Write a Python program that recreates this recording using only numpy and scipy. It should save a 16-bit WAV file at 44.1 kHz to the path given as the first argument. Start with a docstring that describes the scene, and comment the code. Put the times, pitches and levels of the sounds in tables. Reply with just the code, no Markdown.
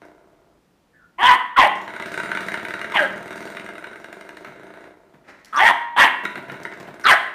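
"""In a hallway with a hardwood floor, the last buzz of a spring door stop dies away.
A puppy whimpers, barks twice and paws it: the spring swings ever faster as it dies, its coils
slapping together and the baseboard buzzing. A third bark cuts in; pads thump, slide and claws tick.
Two more barks and a smaller twang follow, then the puppy scrambles back and barks a sixth time.
Throughout, the hall rings; the barks overload a phone's microphone and its limiter holds them down."""
import sys
import numpy as np
from scipy import signal
from scipy.fft import rfft, irfft, next_fast_len
from scipy.io import wavfile
from scipy.ndimage import uniform_filter1d, minimum_filter1d, map_coordinates

SR = 44100
rng = np.random.default_rng(int(sys.argv[2]) if len(sys.argv) > 2 else 0)


def master_out(mix):
    """Clip the mix to full scale and print it as 16-bit PCM to the path in sys.argv[1]."""
    frames = np.transpose(np.atleast_2d(mix))
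    ceiling = np.clip(frames, -1, 1)
    pcm = np.round(ceiling * 32767).astype(np.int16)
    wavfile.write(sys.argv[1], SR, pcm)


N = 323694
TIME = np.arange(N) / SR


def amp(db):
    """Decibels to gain."""
    return 10 ** (np.asarray(db) / 20)


def unit(x):
    """Scale to rms 1."""
    return x / np.sqrt(np.mean(x ** 2) + 1e-20)


def along(points, hz):
    """Read (f/Hz, value) points on a log frequency axis."""
    f, v = np.transpose(points)
    return np.interp(np.log(hz + 1), np.log(f + 1), v)


def curves(rows, t=TIME):
    """Automation lanes: each column after the time, read at times t."""
    s, *columns = np.transpose(rows)
    return [np.interp(t, s, column) for column in columns]


def wobble(rate, size=N):
    """A smooth random curve, rate knots a second."""
    knots = rng.standard_normal(int(size * rate / SR) + 4)
    return map_coordinates(knots, [np.arange(size) * rate / SR])


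def body(spectrum, size=8192):
    """Minimum-phase impulse response with the given spectrum, peak 1."""
    magnitude = amp(along(spectrum, np.fft.rfftfreq(size, 1 / SR)))
    cepstrum = irfft(np.log(magnitude + 1e-6))
    cepstrum[1:size // 2] *= 2
    cepstrum[size // 2 + 1:] = 0
    response = irfft(np.exp(rfft(cepstrum)))
    return response / np.abs(response).max()


def ring(x, response):
    """Play x through an impulse response."""
    return signal.oaconvolve(x, response)[:N]


def noise(spectrum):
    """Coloured noise of rms 1."""
    return unit(ring(rng.standard_normal(N), body(spectrum)))


def strikes(times, gains, spectrum, t60, rise, size=4096):
    """Chattering contacts: each a fresh noise burst ringing a body and peaking at its gain."""
    out, t = np.zeros(N + 2 * size), np.arange(size) / SR
    response = body(spectrum)[:size]
    envelope = amp(-60 * t / t60) * (1 - np.exp(-t / rise))
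    for s, gain in zip(times, gains):
        hit = signal.fftconvolve(rng.standard_normal(size) * envelope, response)
        out[max(0, int(s * SR)):][:len(hit)] += gain * hit / np.abs(hit).max()
    return out[:N]


# Colour of the quiet house: f/Hz, level/dB
ROOM_TONE_EQ = [(15, -48), (25, -20), (55, -11.5), (75, -13.5), (129, -15.5), (173, -8.5), (204, -12),
                (289, -12.5), (1170, -24), (15500, -44.5)]
def room_tone():
    """A faint, bass-heavy bed of noise."""
    return amp(-62) * noise(ROOM_TONE_EQ)


# Reverb time of the hallway: f/Hz, t60/s
HALL_DECAY = [(100, 1), (400, 0.54), (1000, 0.57), (2000, 0.58), (4000, 0.51), (12000, 0.41)]
def hall(x, wet_db):
    """Direct sound plus a pre-delayed tail whose treble dies first."""
    hz, t, spectra = signal.stft(rng.standard_normal(SR), SR, nperseg=256)
    decay = amp(-60 * t / along(HALL_DECAY, hz)[:, None])
    tail = signal.istft(spectra * decay, SR, nperseg=256)[1]
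    tail = np.pad(tail, (SR // 300, 0))
    return x + amp(wet_db) * ring(x, tail / np.linalg.norm(tail))


# Early reflections off the floor and near walls: delay/s, level/dB
REFLECTIONS = [(.0032, -19), (.0086, -16), (0.0143, -13)]
def near_walls(x):
    """Sounds made at floor level come back from the nearest surfaces."""
    return x + sum(amp(db) * np.pad(x, (int(s * SR), 0))[:N] for s, db in REFLECTIONS)


# Claw cues: t/s, level/dB
CLAW_TICKS = [(5.447, -39.5), (5.456, -43), (5.482, -51), (6.5184, -44.5), (6.633, -39.5), (6.736, -46),
              (6.8, -41), (6.807, -43), (6.828, -47), (6.943, -49), (7.012, -44.5)]
# Footfall cues: t/s, level/dB
PAD_THUMPS = [(2.35, -30), (3.926, -35.5), (4.468, -30), (4.868, -39.5), (5.139, -37), (6.237, -21),
              (6.353, -33.5), (6.373, -22.5), (6.486, -28), (6.517, -21.5), (6.613, -29.5), (6.75, -35),
              (6.802, -26), (6.874, -25)]
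# Fader ride of paws sliding on wood: t/s, level/dB
SLIDE_FADER = [(5.24, -66), (5.285, -46), (5.34, -52), (5.42, -55.5), (5.52, -56), (5.56, -64)]
def feet():
    """Claws tick, soft pads thump and paws slide on the boards."""
    s, db = np.transpose(CLAW_TICKS)
    claw_eq = [(300, -16), (2000, 11), (6000, 12), (10000, 2), (16000, -4)]
    claws = strikes(s, amp(db + 5), claw_eq, t60=.014, rise=.00073)
    s, db = np.transpose(PAD_THUMPS)
    pad_eq = [(25, -41), (75, -21), (140, 5.5), (400, -3), (800, -5.5), (2000, -9), (6000, -36)]
    pads = strikes(s - .004, amp(db - 4.5), pad_eq, t60=.097, rise=.0072)
    slide = noise([(60, -23), (250, 5), (1200, 1), (1850, 9), (3000, -11), (6000, -17), (15000, -38)])
    sliding = (TIME > SLIDE_FADER[0][0]) & (TIME < SLIDE_FADER[-1][0])
    slide *= amp(curves(SLIDE_FADER)[0] - 1.5 + 4.7 * wobble(55)) * sliding
    return hall(claws + pads + slide, wet_db=-4)


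def swing_ages(first_s=.06208, shrink_s=.00043, shortest_s=.026):
    """Seconds from release to the start of each swing: the spring speeds up as it dies."""
    lengths = np.maximum(first_s - shrink_s * np.arange(100), shortest_s)
    return np.cumsum(lengths) - lengths


# Envelope of every twang: t/s after release, swing width/dB
TWANG_ENVELOPE = [(0, -5.5), (.3, -4.5), (.55, 1), (1.25, -3), (1.85, -1.5), (2.2, -11), (3.23, -14.5),
                  (3.36, -28.5), (3.75, -41.5), (3.9, -77.5)]
def swing_width(age):
    """Width of the swing in dB, age seconds after release."""
    return np.where(age < 0, -120, curves(TWANG_ENVELOPE, age)[0])


# The spring is let go, first before the scene opens: t/s, swing width/dB, slap trim/dB
RELEASES = [(-3.19, 0, -30), (1.6326, 0, 0), (6.0, -8.5, -14)]
def swing_phase():
    """Running count of swings through all the twangs."""
    starts = np.concatenate([s + swing_ages() for s, _, _ in RELEASES])
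    starts = starts[starts >= 0]
    return np.interp(TIME, starts, np.arange(len(starts)))


# Where the coils meet: share of a swing, signed force
COIL_CONTACTS = [(0, 0.81), (.24, -0.14), (0.462, -0.14), (.75, 0.039)]
def contacts(phase, scatter_db, scatter_s):
    """One impulse whenever coils meet, four times a swing, loose in level and timing."""
    out = np.zeros(N)
    for share, force in COIL_CONTACTS:
        s = np.interp(np.arange(int(phase[-1])) + share, phase, TIME)
        timing, level = rng.standard_normal((len(s), 2)).T
        at = np.clip((s + scatter_s * timing) * SR, 0, N - 1).astype(int)
        out += np.bincount(at, force * amp(scatter_db * level), N)
    return out


# Low drum of the wall: f/Hz, level/dB
WALL_EQ = [(40, -25.5), (90, -6.5), (130, 2.5), (160, 4.5), (193, 15.5), (240, 8.5), (300, -18),
           (500, -51.5)]
# Woody buzz of the baseboard: f/Hz, level/dB
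BOARD_EQ = [(160, -40), (270, -16.5), (305, -2.5), (345, -5.5), (378, -0.5), (415, 0.5), (455, -7),
            (520, -6.5), (600, -2.5), (660, 0.5), (715, -5.5), (785, -16), (900, -6.5), (1100, -14.5),
            (1430, -15), (2420, -120)]
# Midrange ring of the coils: f/Hz, level/dB
COIL_EQ = [(440, -30), (700, -15), (800, -23), (920, -6), (1150, -13), (1290, -3), (1490, 0), (1620, 0),
           (1800, -4), (2000, -3), (2170, -4), (2400, -11), (2750, -14), (3300, -22), (3820, -18),
           (4200, -27), (4600, -35), (7000, -50), (11000, -90)]
# Bright sizzle of the wire: f/Hz, level/dB
WIRE_EQ = [(2400, -17), (3300, -2.5), (3820, 2), (4300, -1.5), (4900, -6.5), (5820, -3.5), (6400, -6),
           (7010, -7), (8050, -9), (8600, -5), (9450, -6.5), (10400, -15.5), (11200, -12), (12500, -17),
           (14600, -12), (15500, -27)]
def spring_buzz():
    """Regular coil contacts drum the wall and baseboard, rattle the coils and make the wire sizzle."""
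    width_db = np.max([db + swing_width(TIME - s) for s, db, _ in RELEASES], axis=0)
    phase = swing_phase()
    steady = contacts(phase, scatter_db=.7, scatter_s=.00008)
    wall = hall(ring(steady, body(WALL_EQ)), wet_db=-2)
    board = hall(ring(steady, body(BOARD_EQ)), wet_db=1.5)
    rattle = contacts(phase, scatter_db=3, scatter_s=.0003)
    coil = hall(near_walls(ring(rattle, body(COIL_EQ))), wet_db=4)
    ticks = contacts(phase, scatter_db=2.5, scatter_s=.00099)
    at = np.flatnonzero(ticks)
    wire = hall(strikes(at / SR, ticks[at], WIRE_EQ, t60=.011, rise=.00064), wet_db=4)
    # layer, level/dB at full width, dB lost per dB of width
    mix = [(wall, -41.5, 1.16), (board, -37, .66), (coil, -37, 1.09), (wire, -51, 1.1)]
    return sum(amp(db + slope * width_db) * unit(layer) for layer, db, slope in mix)


# Steel modes of the spring: f/Hz, relative level/dB, t60/s
STEEL_MODES = [(1490, -22, .075), (1620, -22, .075), (1995, -20, .085), (2850, -29, .07), (3820, -29, .07),
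               (8680, -35, .04), (9400, -37, .04)]
def steel_ring(times, gains):
    """The coils' modes ring on after each clack, in a different balance each time."""
    out, t = np.zeros(N + SR), np.arange(SR // 5) / SR
    hz, db, t60 = np.transpose(STEEL_MODES)[:, :, None]
    modes = amp(db - 60 * t / t60) * np.sin(2 * np.pi * hz * t) * (1 - np.exp(-t / .001))
    for s, gain in zip(times, gains):
        balance = amp(3 * rng.standard_normal(len(hz)))
        out[int(s * SR):][:len(t)] += gain * balance @ modes
    return out[:N]


def clacks(cues):
    """Hard contacts at floor level: a clack, a bright tick, a thud of wood and ringing steel."""
    s, db, treble_db = np.transpose(cues)
    clack = strikes(s, amp(db - 1.5), COIL_EQ, t60=.016, rise=.0012)
    tick = strikes(s - .001, amp(db + treble_db + 7), WIRE_EQ, t60=.013, rise=.0044)
    thud = strikes(s, amp(db - 14), BOARD_EQ, t60=.0067, rise=.0016)
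    return hall(near_walls(clack + tick + thud) + steel_ring(s, amp(db)), wet_db=-4)


# One-shot clack cues: t/s, level/dB, treble trim/dB
ACCENT_CUES = [(2.023, -21.5, -32), (2.316, -12, -31), (2.484, -16, -23), (2.54, -13.5, -28),
               (2.65, -17.5, -30), (2.843, -17.5, -30.5), (3.841, -22.5, -29.5), (3.871, -30, -38.5),
               (6.252, -11, -27.5), (6.356, -17.5, -29), (6.377, -22.5, -33), (6.4978, -20.5, -38),
               (6.651, -13.5, -42), (6.7235, -25.5, -34), (6.825, -39, -29)]
def accent_clacks():
    """Extra hard clacks that accent strokes of the long twang, and knocks as the puppy scrambles back."""
    return clacks(ACCENT_CUES)


# Slap rhythms after release: from t/s, until t/s, level/dB, treble trim/dB, stroke accents/dB
SLAP_FIGURES = [ (.22, 1.04, -14, -27, (-2, 0.5, -5, -9.5, -13, -2.5)),
                (1.04, 1.225, -13, -27, (-8, -3.5, 1, -18.5, -8, 2)), (1.27, 1.4, -11.5, -27.5, (-1, 0)),
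                (1.4, 1.92, -28, -17.5, (-12, 0)), (1.92, 2.37, -15.5, -27.5, (-0.5, -24, -28, -0.5)),
                (2.37, 2.848, -16, -21.5, (2, -26, -25, -15)),
                (2.86, 3.6, -19, -49, (-8.5, -24, -5.5, -23))]
def spring_slaps(far_side=.405):
    """Coils clack on either side of a swing; the tip whirls, so the accents repeat in figures."""
    starts = swing_ages()
    far_hits = starts[:-1] + far_side * np.diff(starts)
    strokes = np.column_stack([starts[:-1], far_hits]).ravel()
    cues = []
    for s, width_db, slap_db in RELEASES:
        for since, until, db, treble_db, accents in SLAP_FIGURES:
            for k, age in enumerate(strokes):
                if since <= age < until and 0 < s + age < TIME[-1]:
                    level_db = db + width_db + slap_db + swing_width(age) + accents[k % len(accents)]
                    cues.append((s + age, level_db, treble_db))
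    return clacks(cues)


# Thin whistles of the throat: t/s, length/s, first f/Hz, last f/Hz, level/dB
WHISTLE_CUES = [(0.929, 0.059, 1744, 1643, -57), (.985, .08, 1510, 1386, -53),
                (5.56, 0.023, 5220, 6380, -32.5), (7.037, .022, 5790, 3940, -37)]
def whistle(s, length, first_hz, last_hz, db):
    """A thin unsteady glide: a faint whimper, or the squeak that leads into a bark."""
    progress = np.clip((TIME - s) / length, 0, 1)
    hz = (first_hz + (last_hz - first_hz) * progress) * (1 + .06 * wobble(900))
    tone = np.sin(2 * np.pi * np.cumsum(hz) / SR)
    swell = 2 * np.sqrt(progress * (1 - progress))
    return hall(amp(db) * swell * tone, wet_db=-3)


# Bright crackle of the microphone overloading on loud barks: f/Hz, level/dB
CRACKLE_EQ = [(2500, -28), (4000, 5.5), (5400, -5), (7500, -6.5), (9000, 0), (10600, -9), (12500, -7),
              (15500, -23.5)]
def mic_crackle(gain):
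    """Microphone overload, played as flickering hiss on top of the barks."""
    flicker = amp(3.2 * wobble(420))
    return hall(gain * unit(noise(CRACKLE_EQ) * flicker), wet_db=-11)


# Room modes for each bark, from where the puppy stands: f/Hz, t60/s, peak level/dB
ROOM_MODES = [
    [(992, 0.53, -18), (1800, 1, -32)],
    [(883, 1, -30), (1950, .8, -26)],
    [(610, .5, -25.5)],
    [(945, 1.6, -21)],
    [(990, 1.05, -23), (2720, 0.82, -27)],
    [(670, .5, -37)],
]
def room_ring(voices):
    """Each bark sets narrow room resonances ringing."""
    out, t = np.zeros(N + 2 * SR), TIME[:SR]
    for voice, modes in zip(voices, ROOM_MODES):
        start, end = np.flatnonzero(voice)[[0, -1]]
        for hz, t60, db in modes:
            mode = amp(-60 * t / t60) * np.cos(2 * np.pi * hz * t)
            tone = signal.fftconvolve(voice[start:end], mode)
            out[start:][:len(tone)] += amp(db) * tone / np.abs(tone).max()
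    return out[:N]


def vocal_folds(t, pitch, rough):
    """Overtones that flutter and break up when forced, and air let through once a cycle."""
    flutter = (.004 + .075 * rough) * wobble(450, len(t))
    phase = 2 * np.pi * np.cumsum(pitch * (1 + flutter)) / SR
    lags = rng.uniform(0, 2 * np.pi, (24, 1))  # the throat delays each overtone differently
    folds = unit(np.cos(np.outer(np.arange(1, 25), phase) + lags).sum(0))
    # uneven closures add a growl an octave down
    folds *= 1 + rough * (1.1 * wobble(300, len(t)) + 1.6 * np.cos(phase / 2))
    air = unit(rng.standard_normal(len(t)) * (1 + np.cos(phase)) * amp(4 * wobble(250, len(t))))
    return folds + 1.1 * rough * air


def formant(hz, centre, width):
    """A resonance of height 1 with steep skirts."""
    return (1 + ((hz - centre) / width) ** 2) ** -1.2


# Colour of the throat: f/Hz, level/dB
THROAT_EQ = [(40, -29), (250, -6), (480, -9.5), (640, 2.5), (1050, -1.5), (1440, 1), (1700, 0.5),
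             (2300, 3.5), (2650, 8), (3250, 3), (3600, -1.5), (4300, -0.5), (6000, -11), (16000, -23)]
def bark(shape, faders, attack=.00503, release=.0037, fade=.029):
    """The folds sound through three formants that glide with the mouth; gives voice and crackle gain."""
    start, end = int((shape[0][0] - attack / 2) * SR), int((shape[-1][0] + release / 2) * SR)
    t = TIME[start:end]
    pitch, rough, *_ = curves(shape, t)
    jaw_db, tongue_db, muzzle_db, crackle_db = curves(faders, t)
    folds = vocal_folds(t, pitch, np.clip(rough, .05, .8))
    hz, frames, spectra = signal.stft(folds, SR, nperseg=512, noverlap=448)
    _, rough, jaw_hz, tongue_hz, muzzle_hz = curves(shape, t[0] + frames)
    hz = hz[:, None]
    spectra *= amp(along(THROAT_EQ, hz))
    widen = 1 + 2.1 * rough  # a rough voice widens all three formants
    chest = amp(-20) * formant(hz, 300, 200)
    mouth = [(formant(hz, jaw_hz, 69.4 * widen) + chest, jaw_db),
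             (formant(hz, tongue_hz, 129 * widen), tongue_db - .36),
             (formant(hz, muzzle_hz, 177 * widen), muzzle_db)]
    voice = np.zeros(len(t))
    for peak, db in mouth:
        band = signal.istft(spectra * peak, SR, nperseg=512, noverlap=448)[1][:len(t)]
        running_rms = np.sqrt(np.abs(uniform_filter1d(band ** 2, size=500)) + 1e-12)
        voice += amp(db) * band / running_rms
    gate = np.clip((t - t[0]) / attack, 0, 1) * np.clip((t[-1] - t) / release, 0, 1)
    gate *= amp(-4 * np.clip(1 - (t[-1] - t) / fade, 0, 1))  # the voice gives out at the end
    return np.pad(gate * np.array([voice, amp(crackle_db)]), ((0, 0), (start, N - end)))


# Glides of each bark: t/s, pitch f/Hz, roughness 0-1, jaw f/Hz, tongue f/Hz, muzzle f/Hz
BARK_SHAPES = [
    [(1.183, 326, 0.3, 945, 2100, 2930), (1.218, 423.5, 0.16, 1000, 1760, 3160),
     (1.234, 488.5, 0.5, 1020, 1710, 3300), (1.28, 502.5, 0.36, 1000, 1810, 3240),
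     (1.325, 490.5, 0.45, 1070, 1880, 3170), (1.36, 301.7, 0.1, 1060, 2000, 3110)],
    [(1.563, 453.4, 0.38, 1370, 1800, 3250), (1.583, 554, 0.47, 1074, 2030, 3410),
     (1.605, 520.6, .51, 1000, 1980, 3330), (1.635, 436, 0.56, 860, 1920, 2850),
     (1.68, 383.4, 0.4, 780, 1880, 2750)],
    [(2.94, 507.6, 0.38, 1040, 2130, 3250), (2.956, 466.7, 0.5, 1050, 2140, 3250),
     (2.976, 398.5, 0.65, 825, 1890, 3130), (2.992, 326.4, 0.2, 600, 1660, 3100),
     (3.022, 291.5, 0.37, 604, 1570, 2950), (3.055, 261, 0.18, 524, 1590, 2910)],
    [(5.528, 200.3, 0.3, 1240, 1630, 3340), (5.575, 292.3, 0.51, 1183, 1580, 3430),
     (5.625, 415.4, .45, 782, 1940, 3230), (5.675, 471.5, 0.5, 940, 1830, 3330),
     (5.715, 323, 0.63, 990, 1740, 3200)],
    [(5.963, 369.3, 0.47, 870, 1670, 3230), (5.986, 546, 0.8, 1080, 1720, 3460),
     (6.022, 554.2, 0.52, 960, 1790, 3250), (6.048, 486, .75, 914, 1900, 2960),
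     (6.08, 376.4, 0.8, 918, 1757, 2700)],
    [(7.04, 295.6, 0.53, 1440, 1660, 4400), (7.07, 438, 0.5, 1270, 1830, 3550),
     (7.092, 596, 0.4, 1150, 2080, 3270), (7.112, 453.1, 0.48, 890, 1700, 3100),
     (7.127, 378.6, 0.45, 735, 1720, 2940), (7.145, 332, 0.4, 680, 1700, 2980)],
]
# Fader rides of each bark: t/s, jaw level/dB, tongue level/dB, muzzle level/dB, crackle level/dB
BARK_FADERS = [
    [(1.183, -34.5, -40, -52.5, -62.5), (1.195, -24, -32.5, -39.5, -58.5), (1.22, -22.5, -22.5, -28, -49.5),
     (1.24, -12, -20, -22.5, -46.5), (1.273, -15, -18.5, -16, -40.5), (1.291, -10.5, -12, -30.5, -44),
     (1.319, -9.5, -20, -22, -35.5), (1.332, -18, -20.5, -39, -40), (1.36, -14, -20, -44.5, -40)],
    [(1.563, -19, -35, -37, -57), (1.571, -18, -23, -31, -43), (1.591, -2, -18, -21, -53),
     (1.607, -17, -16, -18, -42.5), (1.619, -13, -13, -31.5, -39), (1.653, -15, -20, -25.5, -42.5),
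     (1.68, -13.5, -28, -50, -40.5)],
    [(2.94, -27.5, -34, -44, -46.5), (2.958, -18.5, -21.5, -29, -46), (2.972, -22.5, -17, -20.5, -44),
     (2.982, -28, -19.5, -33.5, -51), (2.996, -35, -13, -44, -40.5), (3.02, -22, -26.5, -52, -51),
     (3.055, -27, -14.5, -51, -43)],
    [(5.528, -30, -42, -52, -58.5), (5.568, -21.5, -31, -57, -47), (5.574, -17, -34, -36, -49),
     (5.598, -19, -15, -26, -41.5), (5.644, -11.5, -16, -35, -41), (5.674, -21, -8, -24, -32.5),
     (5.715, -8.5, -23.5, -30, -38)],
    [(5.963, -25, -31, -32, -51), (5.983, -15, -18.5, -29, -38.5), (6.003, -11, -10.5, -16, -28.5),
     (6.025, -22, -5.5, -33.5, -30), (6.045, -11, -20, -18.5, -35), (6.069, -23.5, -23, -44, -40),
     (6.08, -15, -9, -32, -41)],
    [(7.04, -32, -28, -59, -45.5), (7.054, -17, -34.5, -27, -50.5), (7.07, -9.5, -15.5, -21.5, -40),
     (7.08, -18.5, -17.5, -20, -37.5), (7.096, -11.5, -16.5, -19, -27.5), (7.113, -15.5, -6, -22.5, -26.5),
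     (7.128, -17.5, -5.5, -42.5, -33), (7.145, -16, -15.5, -44, -33.5)],
]
def puppy():
    """Barks in the hall; the hardest moments add a low puff and microphone crackle."""
    barks = np.array([bark(shape, faders) for shape, faders in zip(BARK_SHAPES, BARK_FADERS)])
    voice, crackle_gain = barks.sum(0)
    force = np.abs(uniform_filter1d(voice ** 2, size=600)) ** 1.1
    puff = amp(-19.5) * force * noise([(15, -15.5), (60, -6.5), (150, -10), (400, -9.5), (1000, -33)])
    return puff + mic_crackle(crackle_gain) + hall(near_walls(voice), wet_db=-8) + room_ring(barks[:, 0])


def scene():
    """Puppy and spring over the quiet of the house, in mono."""
    dog = puppy() + sum(whistle(*cue) for cue in WHISTLE_CUES) + feet()
    door_stop = accent_clacks() + spring_buzz() + spring_slaps()
    return (dog + door_stop + room_tone())[None]


def record(dry):
    """A fast limiter, soft overload that puts an edge on the hardest peaks, then the phone's high cut."""
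    threshold, ceiling, knee, top_hz = 1.1, .76, 4.5, 15400
    needed = np.minimum(1, threshold / (np.abs(dry) + 1e-9))
    limited = dry * uniform_filter1d(minimum_filter1d(needed, size=80), size=50)
    clipped = limited / (1 + np.abs(limited / ceiling) ** knee) ** (1 / knee)
    size = next_fast_len(N + SR // 2)
    passband = np.fft.rfftfreq(size, 1 / SR) < top_hz
    return irfft(rfft(clipped, size) * passband, size)[..., :N]


dry = scene()
out = record(dry)
master_out(out)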